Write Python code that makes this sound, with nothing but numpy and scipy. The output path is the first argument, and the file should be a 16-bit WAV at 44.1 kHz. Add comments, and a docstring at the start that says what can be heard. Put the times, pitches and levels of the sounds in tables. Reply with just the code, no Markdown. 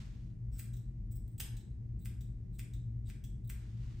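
"""A small, hard-walled grooming salon: scissors snip six times through a dog's coat.
Each cut is a light slide of the blades, a swelling shear through hair and the clack of the handles
meeting; between cuts the blades scrape open with a squeak. A smock rustles as the arm moves,
over the low drone of ventilation."""
import sys
import numpy as np
from scipy import signal
from scipy.fft import rfft, irfft
from scipy.io import wavfile

SR = 44100
rng = np.random.default_rng(int(sys.argv[2]) if len(sys.argv) > 2 else 0)


def master_out(mix):
    """Clip the mix to full scale and print it as 16-bit PCM to the path in sys.argv[1]."""
    frames = np.transpose(np.atleast_2d(mix))
    ceiling = np.clip(frames, -1, 1)
    pcm = np.round(ceiling * 32767).astype(np.int16)
    wavfile.write(sys.argv[1], SR, pcm)


N = 176400
BAND_EDGE_HZ = 15950

# Coherence of the diffuse field. Each row: frequency in Hz, left-right correlation.
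COHERENCE = [(50, 1), (120, 1), (200, 0.76), (320, 0.75), (600, 0.2), (1500, 0.14), (3200, 0.31),
             (8000, 0.34), (15000, 0.02)]


def cuts():
    """The shear swells as the blades close, ending in a steel clack and the knock of the handles."""
    # Each row: shutting time in seconds, clack in dB, treble shelf in dB, knock in Hz, knock in dB,
    # shear length in seconds, shear peak in dB.
    snips = [(0.5967, -39, -1.5, 2140, -35.5, 0.018, -52.5),
             (1.4037, -25.5, -5.5, 2730, -24.5, 0.0088, -40.5),
             (2.0579, -38.5, -6, 2170, -35.5, 0.013, -55.5), (2.5946, -36, -6.5, 2280, -33.5, 0.013, -54),
             (3.1006, -46.5, -15, 2090, -37.5, 0.032, -64), (3.5, -53, -1.5, 1994, -30.5, 0.009, -49)]
    # Spectra of sheared hair and steel contact. Each row: frequency in Hz, relative density in dB.
    shear_colour = [(300, -17), (1200, -19.5), (2500, -14), (5500, -11.5), (7200, -7.5), (7900, -3),
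                    (8500, -3.5), (9200, -4.5), (10300, -40.5), (11200, -4.5), (12200, 1.5), (12800, -18),
                    (14000, -9), (15200, 4.5), (16200, -8.5)]
    clack_colour = [(200, -20.5), (700, -16), (1000, -22.5), (1600, -12), (2400, -6), (3350, -10.5),
                    (4100, -10.5), (5000, -4.5), (5800, -6), (7000, -9.5), (8000, 1), (9100, -4),
                    (10300, -16.5), (11300, -7), (12200, -5.5), (12800, -7.5), (13700, -10), (15300, -4)]
    swell_db, release_s = 23.5, .005
    rattle_db, rattle_fade_s, knock_fade_s = .5, .00078, .00019
    bounce_s, bounce_db = .0012, -1.5
    steel, knocks = np.zeros((2, N))
    after = np.arange(SR // 100) / SR
    for shut_s, clack_db, treble_db, knock_hz, knock_db, shear_s, shear_db in snips:
        t = np.arange(-shear_s, .02, 1 / SR)
        swell = np.where(t < 0, amp(-swell_db * (t / shear_s) ** 2), np.exp(-abs(t) / release_s))
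        shear = amp(shear_db) * swell * grit(len(t))
        add(steel, shut_s - shear_s, coloured(shear, shear_colour, treble_db))
        rattle = rng.standard_normal(len(after)) * np.sqrt(after) * np.exp(-after / rattle_fade_s)
        contact = signal.unit_impulse(len(after)) + amp(rattle_db) * rattle / np.linalg.norm(rattle)
        add(contact, bounce_s, amp([bounce_db]))
        add(steel, shut_s, coloured(amp(clack_db) * contact, clack_colour, treble_db))
        knock = np.diff(np.sin(2 * np.pi * knock_hz * after) * after * np.exp(-after / knock_fade_s))
        add(knocks, shut_s, amp(knock_db) * knock / np.linalg.norm(knock))
    return blade_ring(steel, ring_db=-13)[:N] + knocks


def slides():
    """Blade glides on blade with little hair between; one mode sings."""
    # Each row: start in seconds, length in seconds, level in dB, treble shelf in dB, mode in Hz,
    # mode level in dB.
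    glides = [(0.513, 0.069, -71, -11, 5390, -77), (.535, 0.14, -67.5, -11, 1460, -78),
              (1.107, .03, -63.5, 3, 5500, -81), (1.15, 0.028, -62.5, 9, 5370, -81),
              (1.177, 0.024, -77, 2, 5500, -93), (1.277, 0.0054, -66, -2, 3890, -92),
              (1.306, .036, -79.5, 2.5, 8300, -82), (1.378, 0.012, -56.5, -3.5, 3290, -74.5),
              (1.986, 0.023, -77, -10, 8040, -76.5), (1.999, 0.056, -73, 8.5, 3840, -82.5),
              (2.524, 0.056, -74, -5, 3900, -83.5), (3.049, 0.05, -74, -26, 3790, -77),
              (3.438, 0.024, -74, 6, 3830, -82.5), (3.4725, 0.012, -61.5, 14, 3730, -76.5)]
    # Friction spectrum. Each row: frequency in Hz, relative density in dB.
    colour = [(500, -38.5), (2500, -18.5), (4600, -17), (5600, -20), (7200, -11.5), (7800, -2.5),
              (8400, -2.5), (9000, -10.5), (10300, -29.5), (11300, -10.5), (12100, -11), (12800, -22.5),
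              (14200, -15), (15300, 7), (16200, -10.5)]
    out = np.zeros(N)
    for start_s, length_s, level_db, treble_db, mode_hz, mode_db in glides:
        count = round(length_s * SR)
        envelope = np.hanning(count) ** .5
        friction = coloured(amp(level_db) * envelope * grit(count), colour, treble_db)
        add(out, start_s, blade_ring(friction, ring_db=-9))
        add(out, start_s, amp(mode_db) * envelope * squeak(np.full(count, mode_hz)))
    return out


def openings():
    """The blades break free with a short scrape; the squeak rises as the contact point moves."""
    # Each row: start in seconds, scrape in dB, scrape fade in seconds, treble shelf in dB,
    # squeak in dB, final squeak pitch in Hz.
    releases = [(0.7332, -59, 0.0088, -3, -69.5, 4100), (.766, -57.5, 0.0061, 4, -77, 4100),
                (1.566, -56.5, 0.0069, -8, -67, 4075), (1.606, -67.5, 0.005, -3.5, -70, 4150),
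                (2.2064, -58, 0.0087, 0.5, -67, 4000), (2.734, -57, 0.006, -7, -65.5, 3960),
                (3.2377, -55.5, 0.0093, -4, -66.5, 3666)]
    # Scrape spectrum. Each row: frequency in Hz, relative density in dB.
    colour = [(500, -40.5), (2000, -15.5), (3200, -6.5), (4600, -13), (6000, -5), (7300, -4.5), (7800, 0),
              (8500, -4), (9500, -24.5), (11300, -12), (12700, -3), (13600, -24), (15300, 6.5),
              (16200, -12.5)]
    rise_s, squeak_fade_s = .0032, .0099
    glide_hz, glide_s = 490, .006
    out, t = np.zeros(N), np.arange(SR // 10) / SR
    rise = np.minimum(t / rise_s, 1)
    squeak_envelope = rise * np.exp(-(t / squeak_fade_s) ** 2)
    dip_hz = glide_hz * np.exp(-t / glide_s)
    for start_s, scrape_db, fade_s, treble_db, squeak_db, squeak_hz in releases:
        scrape = amp(scrape_db) * rise * np.exp(-t / fade_s) * grit(len(t))
        add(out, start_s, blade_ring(coloured(scrape, colour, treble_db), ring_db=-7))
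        add(out, start_s, amp(squeak_db) * squeak_envelope * squeak(squeak_hz - dip_hz))
    return out


def grit(count, grains_per_s=7000, spread_db=4.5):
    """Tiny slips of steel and snapping hairs: dense clicks of uneven size."""
    chance, size, sign = rng.random((count, 3)).T
    gains = amp(spread_db * np.minimum(-np.log(1 - size), 3))
    return unit_rms((chance < grains_per_s / SR) * gains * np.sign(sign - .5))


def squeak(hz, width_hz=450):
    """One blade mode driven by uneven stick-slip: a narrow, rough band around its pitch."""
    slips = rng.standard_normal((len(hz), 2)) @ [1, 1j]
    pole = np.exp(-np.pi * width_hz / SR)
    swing = signal.lfilter([1], [1, -2 * pole, pole * pole], slips)
    carrier = np.exp(2j * np.pi * np.cumsum(hz) / SR)
    return unit_rms((swing * carrier).real)


def blade_ring(x, ring_db, t60_s=.025):
    """Adds the ring of the steel blades, damped by the hand."""
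    # Each row: mode frequency in Hz, relative level in dB.
    modes = [(3860, -19), (5520, -18), (7900, -12.5), (8200, -10.5), (8460, -20.5), (14950, -20.5)]
    t = np.arange(SR // 10) / SR
    response = signal.unit_impulse(len(t))
    for hz, db in modes:
        mode = amp(-60 * t / t60_s) * np.cos(2 * np.pi * hz * t)
        response += amp(db + ring_db) * mode / np.linalg.norm(mode)
    return signal.fftconvolve(x, response)


def smock(flutter_db=.94):
    """Cloth brushes on cloth as the arm arrives and leaves."""
    # Each row: time in seconds, rustle level in dB.
    movement = [(0, -59.5), (.05, -67), (.3, -79.5), (0.399, -94.5), (3.45, -94), (3.62, -71.5),
                (3.76, -74), (3.84, -69), (3.92, -70.5), (4, -71.5)]
    # Cloth spectrum. Each row: frequency in Hz, relative density in dB.
    colour = [(200, -17), (600, -2.5), (2000, 1), (3500, -1.5), (7000, -7), (9000, -12), (10300, -38),
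              (11800, -16.5), (15500, -31.5)]
    rustle = noise_pair(colour, balance_db=-1.5)
    return rustle * amp(over_time(movement) + flutter_db * wander(rate_hz=180))


def ventilation(hum_hz=115.98, drift_hz=2.478, waver_db=2.5, drone_db=-43, air_db=-80.5):
    """A low drone, a wavering fan hum and faint air hiss."""
    # Spectra of drone and air. Each row: frequency in Hz, relative density in dB.
    drone_colour = [(15, -50.5), (26, -16.5), (40, 2), (60, 2), (72, -6.5), (88, -8), (100, -4.5), (116, 1),
                    (130, -3), (150, -24.5), (168, -8.5), (188, -18.5), (208, -11), (250, -25), (305, -25),
                    (400, -33), (500, -41.5), (700, -64), (1500, -87)]
    air_colour = [(290, -16), (500, -13), (613, -1), (698, -4.5), (960, -12), (1550, -17.5), (1950, -11.5),
                  (3200, -23.5), (6140, -22.5), (16000, -34.5)]
    # Each row: time in seconds, hum level in dB before the channel gains.
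    hum_swell = [(0, -58), (.45, -46.5), (1.3, -52.5), (1.699, -44), (2.3, -51.5), (2.851, -43),
                 (3.099, -52), (4, -47)]
    cycles = np.cumsum(hum_hz + drift_hz * wander(rate_hz=10.06)) / SR
    tone = unit_rms(np.sin(2 * np.pi * cycles) * amp(waver_db * wander(rate_hz=6)))
    hum = amp(over_time(hum_swell)) * tone * amp([[.9], [-.9]])
    drone = amp(drone_db) * noise_pair(drone_colour, balance_db=1.8)
    air = amp(air_db) * noise_pair(air_colour, balance_db=-2)
    return drone + hum + air


def salon(x, tail_db, build_s, left_lag_s, left_db):
    """Direct sound just right of centre, near echoes, and a tail that dies faster in the treble."""
    # Each row: frequency in Hz, T60 in seconds.
    decay = [(200, .55), (1000, 0.79), (2700, 0.45), (5500, 0.42), (8000, 0.37), (11000, .34),
             (16000, 0.13)]
    # Nearby surfaces. Each row: left delay in seconds, right delay in seconds, level in dB.
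    echoes = [(.0034, 0.0026, -16), (.0078, 0.0063, -5), (0.0115, .0142, -10.5), (0.023, .0198, -12.5)]
    hz, t, spectra = signal.stft(rng.standard_normal((2, SR)), SR, nperseg=256)
    spectra = diffuse_pair(*spectra, hz[:, None])
    t60_s = over_frequency(decay, hz)[:, None]
    tail = signal.istft(spectra * amp(-60 * t / t60_s), SR, nperseg=256)[1]
    tail *= 1 - np.exp(-np.arange(tail.shape[1]) / SR / build_s)
    response = amp(tail_db) * tail / np.linalg.norm(tail[0])
    for left_s, right_s, db in echoes:
        add(response[0], left_s, amp([db]))
        add(response[1], right_s, amp([db]))
    delay = np.exp(-2j * np.pi * np.fft.rfftfreq(N, 1 / SR) * left_lag_s)
    left = amp(left_db) * irfft(rfft(x) * delay, N)
    return np.array([left, x]) + signal.fftconvolve(x[None], response, axes=1)[:, :N]


def coloured(x, colour, treble_db, shelf_hz=10000, shelf_width_ln=.65, size=2048):
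    """Minimum-phase filter of unit energy: a spectrum with a treble shelf and a top roll-off."""
    hz = abs(np.fft.fftfreq(size, 1 / SR))
    shelf = (1 + np.tanh(np.log((hz + 1) / shelf_hz) / shelf_width_ln)) / 2
    rolloff_db = 20 * np.clip((hz - BAND_EDGE_HZ) / 1000, 0, 2)
    log_gain = np.log(amp(over_frequency(colour, hz) + treble_db * shelf - rolloff_db))
    taps = np.fft.ifft(np.exp(np.conj(signal.hilbert(log_gain)))).real[:size // 2]
    return signal.fftconvolve(x, taps / np.linalg.norm(taps))


def noise_pair(colour, balance_db):
    """Steady coloured stereo noise of rms 1; positive balance is left."""
    hz = np.fft.rfftfreq(N, 1 / SR)
    spectra = diffuse_pair(*rfft(rng.standard_normal((2, N))), hz)
    pair = irfft(spectra * amp(over_frequency(colour, hz)), N)
    return unit_rms(pair * amp([[balance_db / 2], [-balance_db / 2]]))


def diffuse_pair(a, b, hz):
    """Mixes two independent spectra into left and right, alike in the bass."""
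    coherence = over_frequency(COHERENCE, hz)
    return np.array([a, coherence * a + np.sqrt(1 - coherence ** 2) * b])


def wander(rate_hz):
    """Low-passed random motion of rms 1."""
    hz = np.fft.rfftfreq(N, 1 / SR)
    return unit_rms(irfft(rfft(rng.standard_normal(N)) * np.exp(-(hz / rate_hz) ** 2), N))


def over_frequency(points, hz):
    """Interpolates a table on a log-frequency axis."""
    points_hz, values = np.transpose(points)
    return np.interp(np.log(hz + 1), np.log(points_hz + 1), values)


def over_time(points):
    """Interpolates a table at every sample."""
    return np.interp(np.arange(N) / SR, *np.transpose(points))


def amp(db):
    """Decibels to gain."""
    return 10 ** (np.asarray(db) / 20)


def unit_rms(x):
    """Scales to rms 1."""
    return x / np.sqrt(np.mean(x ** 2) + 1e-20)


def add(mix, start_s, sound):
    """Mixes a sound in, in place."""
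    part = mix[max(round(start_s * SR), 0):][:len(sound)]
    part += sound[:len(part)]


def scene():
    """Scissors in the room, with cloth and ventilation."""
    scissors = cuts() + slides() + openings()
    in_room = salon(scissors, tail_db=-2, build_s=.012, left_lag_s=.000012, left_db=-1.2)
    return in_room + smock() + ventilation()


def record(dry):
    """Soft ends and a low-pass at the band edge."""
    fade_s = .004
    t = np.arange(N) / SR
    ends = np.sin(np.pi / 2 * np.minimum(np.minimum(t, t[::-1]) / fade_s, 1))
    lowpass = signal.firwin(511, BAND_EDGE_HZ, window=("kaiser", 9), fs=SR)
    return signal.oaconvolve(dry * ends, lowpass[None], "same")


dry = scene()
out = record(dry)
master_out(out)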